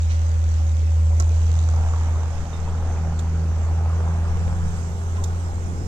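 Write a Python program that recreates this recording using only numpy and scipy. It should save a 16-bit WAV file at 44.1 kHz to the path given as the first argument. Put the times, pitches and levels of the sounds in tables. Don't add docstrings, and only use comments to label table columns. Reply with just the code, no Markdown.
import sys
import numpy as np
from scipy import signal
from scipy.fft import rfft, irfft, next_fast_len
from scipy.io import wavfile
from scipy.ndimage import uniform_filter1d, map_coordinates

SR = 44100
rng = np.random.default_rng(int(sys.argv[2]) if len(sys.argv) > 2 else 0)


def unload_wav(signal):
    wavfile.write(
        sys.argv[1],
        SR,
        np.round(np.clip(np.atleast_2d(signal).T, -1, 1) * 32767).astype(np.int16),
    )


N = 258867
TIME = np.arange(N) / SR
# (frequency [Hz], width [Hz], level [dB])
PANEL_MODES = [(2650, 350, -3), (3740, 500, 0), (6250, 800, -3.5), (7760, 790, -8.5)]
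NEAR_LAG_MS = 0.26


def amp(db):
    return 10 ** (np.asarray(db) / 20)


def unit(x):
    return x / np.sqrt(np.mean(x ** 2, axis=-1, keepdims=True) + 1e-20)


def along(points, hz):
    f, v = np.transpose(points)
    return np.interp(np.log(hz + 1), np.log(f + 1), v)


def curves(rows):
    s, *columns = np.transpose(rows)
    return [np.interp(TIME, s, column) for column in columns]


def wobble(rate):
    coarse = TIME[::64]
    knots = rng.standard_normal(int(N * rate / SR) + 4)
    return np.interp(TIME, coarse, map_coordinates(knots, [coarse * rate]))


def filtered(x, response):
    m = next_fast_len(N + 8192)
    return irfft(rfft(x, m) * response(np.fft.rfftfreq(m, 1 / SR)), m)[..., :N]


def rush(spectrum, patchy_db, channels):
    noise = rng.standard_normal((channels, N + 512))
    if patchy_db:
        z = signal.stft(noise, nperseg=512)[2]
        field = uniform_filter1d(rng.standard_normal(z.shape[1:]), size=5, axis=0)
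        field = uniform_filter1d(field, size=10, axis=1)
        noise = signal.istft(z * amp(patchy_db * field / field.std()), nperseg=512)[1]
    return unit(filtered(noise[:, :N], lambda hz: amp(along(spectrum, hz))))


def crossfaded(x, edges_hz, levels_db):
    under = [filtered(x, lambda hz: 1 / (1 + (hz / edge) ** 6)) for edge in edges_hz] + [x]
    return sum(amp(db) * unit(whole - lower) for db, whole, lower in zip(levels_db, under, [0] + under))


def ringing(x, modes):
    def response(f):
        return sum((-1) ** k * amp(db) * 1j * f * width / (centre ** 2 - f * f + 1j * f * width)
                   for k, (centre, width, db) in enumerate(modes))
    return unit(filtered(x, response))


def struck(db, hz, t60):
    t = TIME[:SR // 2]
    return amp(db - 60 * t / t60) * (1 - np.exp(-t / 0.0011)) * np.sin(2 * np.pi * hz * t)


def heard(x, lag_ms):
    return np.array([map_coordinates(x, [(TIME - lag_ms / 1000) * SR], mode="nearest"), x])


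def add(track, s, sound):
    part = track[..., round(s * SR):][..., :sound.shape[-1]]
    part += sound[..., :part.shape[-1]]


def engine():
    # (time [s], firing rate [Hz])
    firing_rate = [(0.0, 80.51), (0.33, 80.76), (0.65, 79.18), (0.98, 79.78), (1.3, 80.59), (1.63, 80.86),
                   (1.96, 81.06), (2.28, 81.14), (2.61, 81.01), (2.94, 80.97), (3.26, 81.43), (3.59, 81.13),
                   (3.91, 82.72), (4.24, 82.86), (4.57, 83.04), (4.89, 83.8), (5.22, 85.16), (5.54, 84.51),
                   (5.87, 85.15)]
    # (time [s], lag of the left port behind the right [ms])
    bearing = [(0, 0.39), (1.499, 0.21), (3, -0.044), (4.199, -0.15), (5.87, -0.3)]
    hunt_hz = 0.12
    start_turn, burst_lead = 0.36, 0.12
    firing_hz, lag_ms = curves(firing_rate)[0], curves(bearing)[0]
    firings = np.cumsum(firing_hz + hunt_hz * wobble(6)) / SR + start_turn
    turn = 2 * np.pi * firings
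    bursts = firings + burst_lead
    count, phase = bursts.astype(int), bursts % 1
    every_other = np.cos(np.pi * count)
    strength = amp(1.6 * rng.standard_normal(1000)[count] + 2.1 * every_other + 1.6 * np.cos(turn / 6))
    direct = np.sqrt(2) * exhaust_tones(turn) + pipe_bark(strength, phase)
    direct += panel_clatter(count, every_other, phase) + loud_firings()
    return heard(direct, lag_ms) + exhaust_roar(strength, phase, lag_ms)


def exhaust_tones(turn):
    # (time [s], level [dB])
    boom = [(0.1, -17.5), (0.85, -17), (1.02, -15), (1.78, -16.5), (1.86, -18.5), (2.13, -18.5),
            (2.4, -25.5), (2.46, -29), (2.78, -21.5), (3.15, -22), (3.39, -20), (3.86, -18.5),
            (4.62, -22.5), (4.74, -25.5), (4.81, -24), (4.93, -26), (5.16, -21.5), (5.3, -22), (5.49, -24),
            (5.538, -29.5), (5.566, -21.5), (5.596, -27.5), (5.64, -26), (5.738, -24.5), (5.77, -29),
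            (5.8, -23.5), (5.836, -31.5), (5.87, -26)]
    # (time [s], level [dB])
    second = [(0, -55), (1.0, -53.5), (1.5, -46.5), (2.0, -51.5), (2.4, -41), (2.66, -34.5), (2.9, -41),
              (3.05, -32), (3.35, -34), (3.55, -38), (3.62, -49), (3.77, -38), (3.86, -45), (3.92, -35),
              (4.3, -35.5), (4.72, -33.5), (4.82, -39), (5.05, -43.5), (5.25, -41.5), (5.45, -40.5),
              (5.55, -50), (5.73, -37), (5.87, -45)]
    # (time [s], third harmonic [dB], seventh harmonic [dB])
    third_seventh = [(0, -56, -52), (1.0, -51, -52.5), (1.7, -54.5, -60), (2.7, -47, -55.5),
                     (3.4, -49.5, -51.5), (4.1, -54, -57), (5.2, -58, -63), (5.87, -53, -66)]
    # (multiple of a sixth of the firing rate [1], level before swells [dB],
    # strongest time [s], distance from it in time to 6 dB down [s])
    uneven = [(3.04, -44, 3.8, 3.5), (3.96, -48.5, 4.5, 5), (4.99, -44.5, 3.1, 2.5), (7.01, -49, 4, 1),
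              (8.965, -44.5, 2.8, 3), (9.96, -47, 5, 4.5), (11.08, -50, 4.6, 4.5), (14, -49, 5.5, 1.3),
              (15, -51.5, 3.6, 2), (25.94, -52, 5.36, 0.4), (27.97, -50, 4.15, 1.5),
              (29.8, -52.5, 5.03, 0.4), (33.97, -55.5, 3.3, 2.5), (35.9, -59, 3.4, 1.5),
              (48, -59.5, 3.9, 0.5), (58, -59.5, 2.8, 1)]
    waver_db, swell_db = 2, 2.5
    blur_rad = 0.046
    overtones_db = [db + waver_db * wobble(9) for db in curves(second) + curves(third_seventh)]
    levels_db = curves(boom) + overtones_db
    tones = sum(amp(db) * np.cos(k * turn) for k, db in zip((1, 2, 3, 7), levels_db))
    for k, db, s, far_s in uneven:
        level_db = db - 6 * ((TIME - s) / far_s) ** 2 + swell_db * wobble(2.95)
        angle = k * (turn / 6 + blur_rad * wobble(12)) + rng.uniform(0, 2 * np.pi)
        tones += amp(level_db) * np.cos(angle)
    return tones


def exhaust_roar(strength, phase, lag_ms):
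    # (frequency [Hz], relative density [dB])
    spectrum = [(40, -120), (60, -10), (95, -7), (130, 4.5), (200, -2), (260, -12), (320, -15.5),
                (385, -17), (480, -15), (620, -18), (790, -13.5), (950, -17.5), (1450, -19.5), (2000, -29),
                (4000, -42), (7000, -120)]
    # (time [s], rumble [dB], pipe resonance [dB])
    low_end = [(0, -51, -50.5), (.8, -53, -48.5), (1.3, -45, -49), (1.7, -39.5, -50.5), (2.4, -48, -48.5),
               (3.2, -41.5, -47), (4, -44, -48.5), (4.8, -41.5, -49.5), (5.3, -44, -48), (5.87, -42, -40)]
    # (time [s], body [dB], bright part [dB])
    passing = [(0.0, -48, -54), (0.3, -45, -49), (0.85, -50.5, -53.5), (1.2, -44.5, -52), (1.68, -44, -52),
               (1.76, -40, -49), (1.93, -42, -46.5), (2.65, -42.5, -51), (2.89, -42, -46.5),
               (3.3, -46.5, -50), (3.65, -43, -48.5), (4.07, -39.5, -46), (4.23, -43, -44),
               (4.5, -40.5, -47), (4.68, -44.5, -47.5), (5.0, -44.5, -52), (5.33, -43, -47.5),
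               (5.87, -47.5, -52)]
    puffs = unit(uniform_filter1d(1.4 + strength * np.exp(-phase / 0.59), size=40))
    direct, *scattered = rush(spectrum, patchy_db=1.0, channels=3)

    def share(hz):
        return np.clip(along([(200, 0.12), (600, 0.3), (1500, 0.74), (3000, 0.64)], hz), 0, .8)

    upper = filtered(direct, lambda hz: 1 / (1 + (440 / (hz + 1)) ** 6))
    direct = direct - upper + puffs * upper
    sound = heard(filtered(direct, lambda hz: np.sqrt(1 - share(hz) ** 2)), lag_ms)
    sound += filtered(np.array(scattered), share)
    return crossfaded(sound, [270, 440, 1100], curves(low_end) + curves(passing))


def firing_spray(phase, decay):
    return rng.standard_normal(N) * np.exp(-phase / decay)


def pipe_bark(strength, phase):
    # (time [s], level [dB])
    bark = [(0, -56), (1.1, -55.5), (1.75, -45), (2.2, -48.5), (2.5, -51.5), (2.9, -46.5), (3.3, -55),
            (4.1, -49), (4.7, -62), (5.87, -62)]
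    # (frequency [Hz], width [Hz], level [dB])
    pipe_modes = [(520, 180, -6), (792, 250, 0.5), (1080, 450, -1.5), (1590, 400, -8.5)]
    return amp(curves(bark)[0]) * ringing(strength * firing_spray(phase, decay=0.16), pipe_modes)


def panel_clatter(count, every_other, phase):
    # (time [s], level [dB])
    clatter = [(0, -58), (.5, -57.5), (1.1, -60.5), (1.4, -55.5), (1.6, -49.5), (1.8, -57.5), (2.3, -59.5),
               (3, -70), (5.87, -78)]
    shakes = amp(2.4 * rng.standard_normal(1000)[count] + 3.2 * every_other)
    return amp(curves(clatter)[0]) * ringing(shakes * firing_spray(phase, decay=0.15), PANEL_MODES)


def leaves():
    # (frequency [Hz], relative density [dB])
    spectrum = [(500, -120), (900, -9), (2000, 2.5), (4000, -8), (8000, -7), (12000, -14), (16000, -14.5)]
    # (time [s], hiss [dB], its finest part [dB])
    hiss_level = [(0.0, -47.5, -54.5), (0.88, -50.5, -56), (1.6, -47.5, -53.5), (3.22, -50.5, -60),
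                  (4.2, -51, -57), (4.66, -49.5, -51.5), (5.87, -52.5, -53)]
    near, *around = rush(spectrum, patchy_db=1.84, channels=3)
    hiss = amp(0.53 * wobble(9)) * (0.67 * heard(near, NEAR_LAG_MS) + np.array(around))
    return crossfaded(hiss, [6800], curves(hiss_level))


def wind_buffet():
    # (frequency [Hz], relative density [dB])
    spectrum = [(3, -19.5), (10, 4), (16, 2), (24, -14), (31, -8), (45, -8), (70, -8.5), (200, -38),
                (500, -49), (1000, -120)]
    # (strongest time [s], gain added to the breeze [dB], time from there to 1/e [s])
    gusts = [(2.3, -37, 0.16), (3.1, -46, 0.43), (4.495, -29, 0.21), (5.75, -42, 0.34)]
    breeze_db = -35.5
    gain = amp(breeze_db) + sum(amp(db) * np.exp(-((TIME - s) / half_s) ** 2) for s, db, half_s in gusts)
    both, left, right = rush(spectrum, patchy_db=None, channels=3)
    return gain * np.array([both + amp(2.5) * left, both + amp(-24.0) * right])


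def panel_ticks():
    # (time [s], level before the mode levels [dB])
    ticks = [(0.021, -41), (.032, -39.5), (.44, -42), (.6935, -39.5), (0.769, -39.5)]
    out, t = np.zeros(N), TIME[:SR // 2]
    for s, db in ticks:
        ring = sum(amp(level) * np.sin(2 * np.pi * hz * (1 + .03 * rng.normal()) * t)
                   for hz, _, level in PANEL_MODES)
        add(out, s, amp(db - 60 * t / 0.012) * ring)
    return out


def shovel():
    # (time [s], level [dB], edge crack [dB], rise constant [ms], grit decay [ms],
    # grit from [Hz], grit to [Hz], thud [dB], ring [dB], sings most near [Hz], and near [Hz])
    strokes = [(.096, -44, -17, 3, 45, 1200, 3800, -6, -13, 3300, 6000),
               (1.1999, -34, 18, 1.1, 6.4, 3280, 15000, 6, 0, 6010, 4800),
               (1.223, -46, 7, .4, 2.5, 4940, 8300, 9, 2.5, 6850, 6850),
               (3.1902, -37.5, -5, 2.1, 6.4, 1500, 14000, -5, 4, 3620, 7500),
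               (5.158, -41, -20, 4, 18, 600, 2200, -6, -20, 3300, 3300),
               (5.239, -35, 10, 1.1, 6.2, 3580, 14500, -18, 1, 6950, 3880)]
    # (frequency [Hz], level before random variation [dB], 60 dB decay [s])
    low_modes = [(348, -1, 0.075), (690, -2.5, 0.058), (1087, -0.5, 0.074), (1330, -1.5, 0.079),
                 (1590, -2.5, 0.045), (2000, -7, 0.06)]
    high_modes = [3320, 3630, 4100, 4870, 5940, 6930, 7450, 8360, 10100, 11850]
    sing_falls_db_per_octave = 40
    crack_hz, crack_ms = 7300, 0.34
    out, t = np.zeros(N), TIME[:SR // 6]
    ms = t * 1000
    for s, db, crack_db, rise_ms, grit_ms, low_hz, high_hz, thud_db, ring_db, *near_hz in strokes:
        spikes = amp(2 * rng.standard_normal(len(t) // 32 + 1)).repeat(32)[:len(t)]
        grit = rng.standard_normal(len(t)) * spikes
        band = signal.butter(2, [low_hz, high_hz], "bandpass", fs=SR)
        grit = unit(signal.lfilter(*band, grit))
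        ring = np.zeros(len(t))
        for hz in high_modes:
            octaves_off = np.abs(np.log2(hz / np.array(near_hz))).min()
            ring += amp(-sing_falls_db_per_octave * octaves_off) * np.sin(2 * np.pi * (hz * t + rng.uniform()))
        spread = ms / grit_ms
        bite = np.exp(-spread ** 2) * (grit + amp(ring_db) * unit(ring))
        crumbs = 0.44 * np.exp(-spread / 3) * grit
        thud = sum(amp(level + rng.normal(0, 1.4) - 60 * t / t60)
                   * np.sin(2 * np.pi * hz * t + rng.uniform(0, 2 * np.pi)) for hz, level, t60 in low_modes)
        crack = amp(crack_db) * np.exp(-ms / crack_ms) * np.sin(2 * np.pi * crack_hz * t)
        rise = 1 - np.exp(-ms / rise_ms)
        add(out, s, amp(db) * (crack + rise * (bite + crumbs + amp(thud_db) * thud)))
    return out


def metal_pings():
    # (time [s], level before onset and decay [dB], frequency [Hz], 60 dB decay [s])
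    pings = [(0.105, -48, 5970, 0.36), (2.532, -43, 3660, 0.19), (5.181, -32.5, 1033, 0.19)]
    out = np.zeros(N)
    for s, db, hz, t60 in pings:
        add(out, s, struck(db, hz, t60))
    return out


def loud_firings():
    # (time [s], level before onset and decay [dB], frequency [Hz])
    knocks = [(1.422, -34, 672.8), (1.738, -29, 760), (1.816, -30, 790), (1.864, -29, 920),
              (1.902, -30, 790), (1.939, -31, 1150), (1.964, -31, 950), (2.087, -26.5, 926),
              (2.677, -30, 930), (2.805, -28, 834), (2.902, -26, 727), (3.1225, -26, 790), (3.9, -31, 1250),
              (4.151, -25, 670), (4.316, -32, 690)]
    out = np.zeros(N)
    for s, db, hz in knocks:
        add(out, s, struck(db, hz, t60=0.035))
    return out


def birds():
    # (start [s], end [s], from [Hz], to [Hz], level [dB])
    whistles = [(1.868, 1.94, 6770, 6920, -54), (2.16, 2.241, 6130, 5930, -57),
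                (2.632, 2.7, 2590, 2600, -53), (2.62, 2.66, 4150, 4130, -56), (5.47, 5.53, 4180, 4130, -59),
                (5.537, 5.618, 4220, 4150, -61), (5.42, 5.538, 5150, 5020, -60),
                (5.74, 5.92, 5150, 5050, -56.5)]
    out = np.zeros(N)
    for start, end, from_hz, to_hz, db in whistles:
        hz = np.linspace(from_hz, to_hz, round((end - start) * SR))
        swell = np.sqrt(np.hanning(len(hz)))
        add(out, start, amp(db) * swell * np.sin(2 * np.pi * np.cumsum(hz) / SR))
    return out


def wind_pops():
    # (time [s], mean level of the ports [dB], left minus right [dB])
    pops = [(4.372, -29.5, -2), (4.394, -38, -10), (4.48, -26.5, 22.5), (4.528, -27, 15.5),
            (5.626, -34, -1.5)]
    out, t = np.zeros((2, N)), TIME[:SR // 20]
    for s, db, pan_db in pops:
        step = (1 - t / 0.002) * np.exp(-t / 0.0034)
        step += 0.22 * rng.standard_normal(len(t)) * np.exp(-t / 0.0016)
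        trail = np.diff(rng.standard_normal(len(t) + 1), n=2, prepend=0)
        step += .01 * trail * np.hanning(len(t))
        add(out, s, amp(db + pan_db * np.array([[.5], [-.5]])) * step)
    return out


def scene():
    small = panel_ticks() + shovel() + metal_pings() + birds()
    return engine() + leaves() + wind_buffet() + heard(small, NEAR_LAG_MS) + wind_pops()


def record(dry):
    # (frequency [Hz], gain [dB])
    left_port = [(500, -1), (1300, -1.5), (2000, -4.5), (3600, -6.5), (4600, -13), (5800, -11),
                 (7000, -15.5), (10000, -19.5), (15500, -29)]
    # (frequency [Hz], gain [dB])
    right_port = [(1500, -0.5), (3000, 1), (5000, 5.5), (6000, 10), (7300, 9.5), (8600, 1), (10500, -4.5),
                  (15500, -11.5)]
    top_hz = 15760
    coloured = filtered(dry, lambda hz: amp([along(left_port, hz), along(right_port, hz)]))
    # (frequency [Hz], relative density [dB])
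    hiss_spectrum = [(1000, -3), (9000, -9.5), (13300, -4.5), (14200, -12.0), (15200, -19.0)]
    hiss = rush(hiss_spectrum, patchy_db=None, channels=2)
    return filtered(coloured + amp([[-65], [-68]]) * hiss, lambda hz: hz < top_hz)


dry = scene()
out = record(dry)
unload_wav(out)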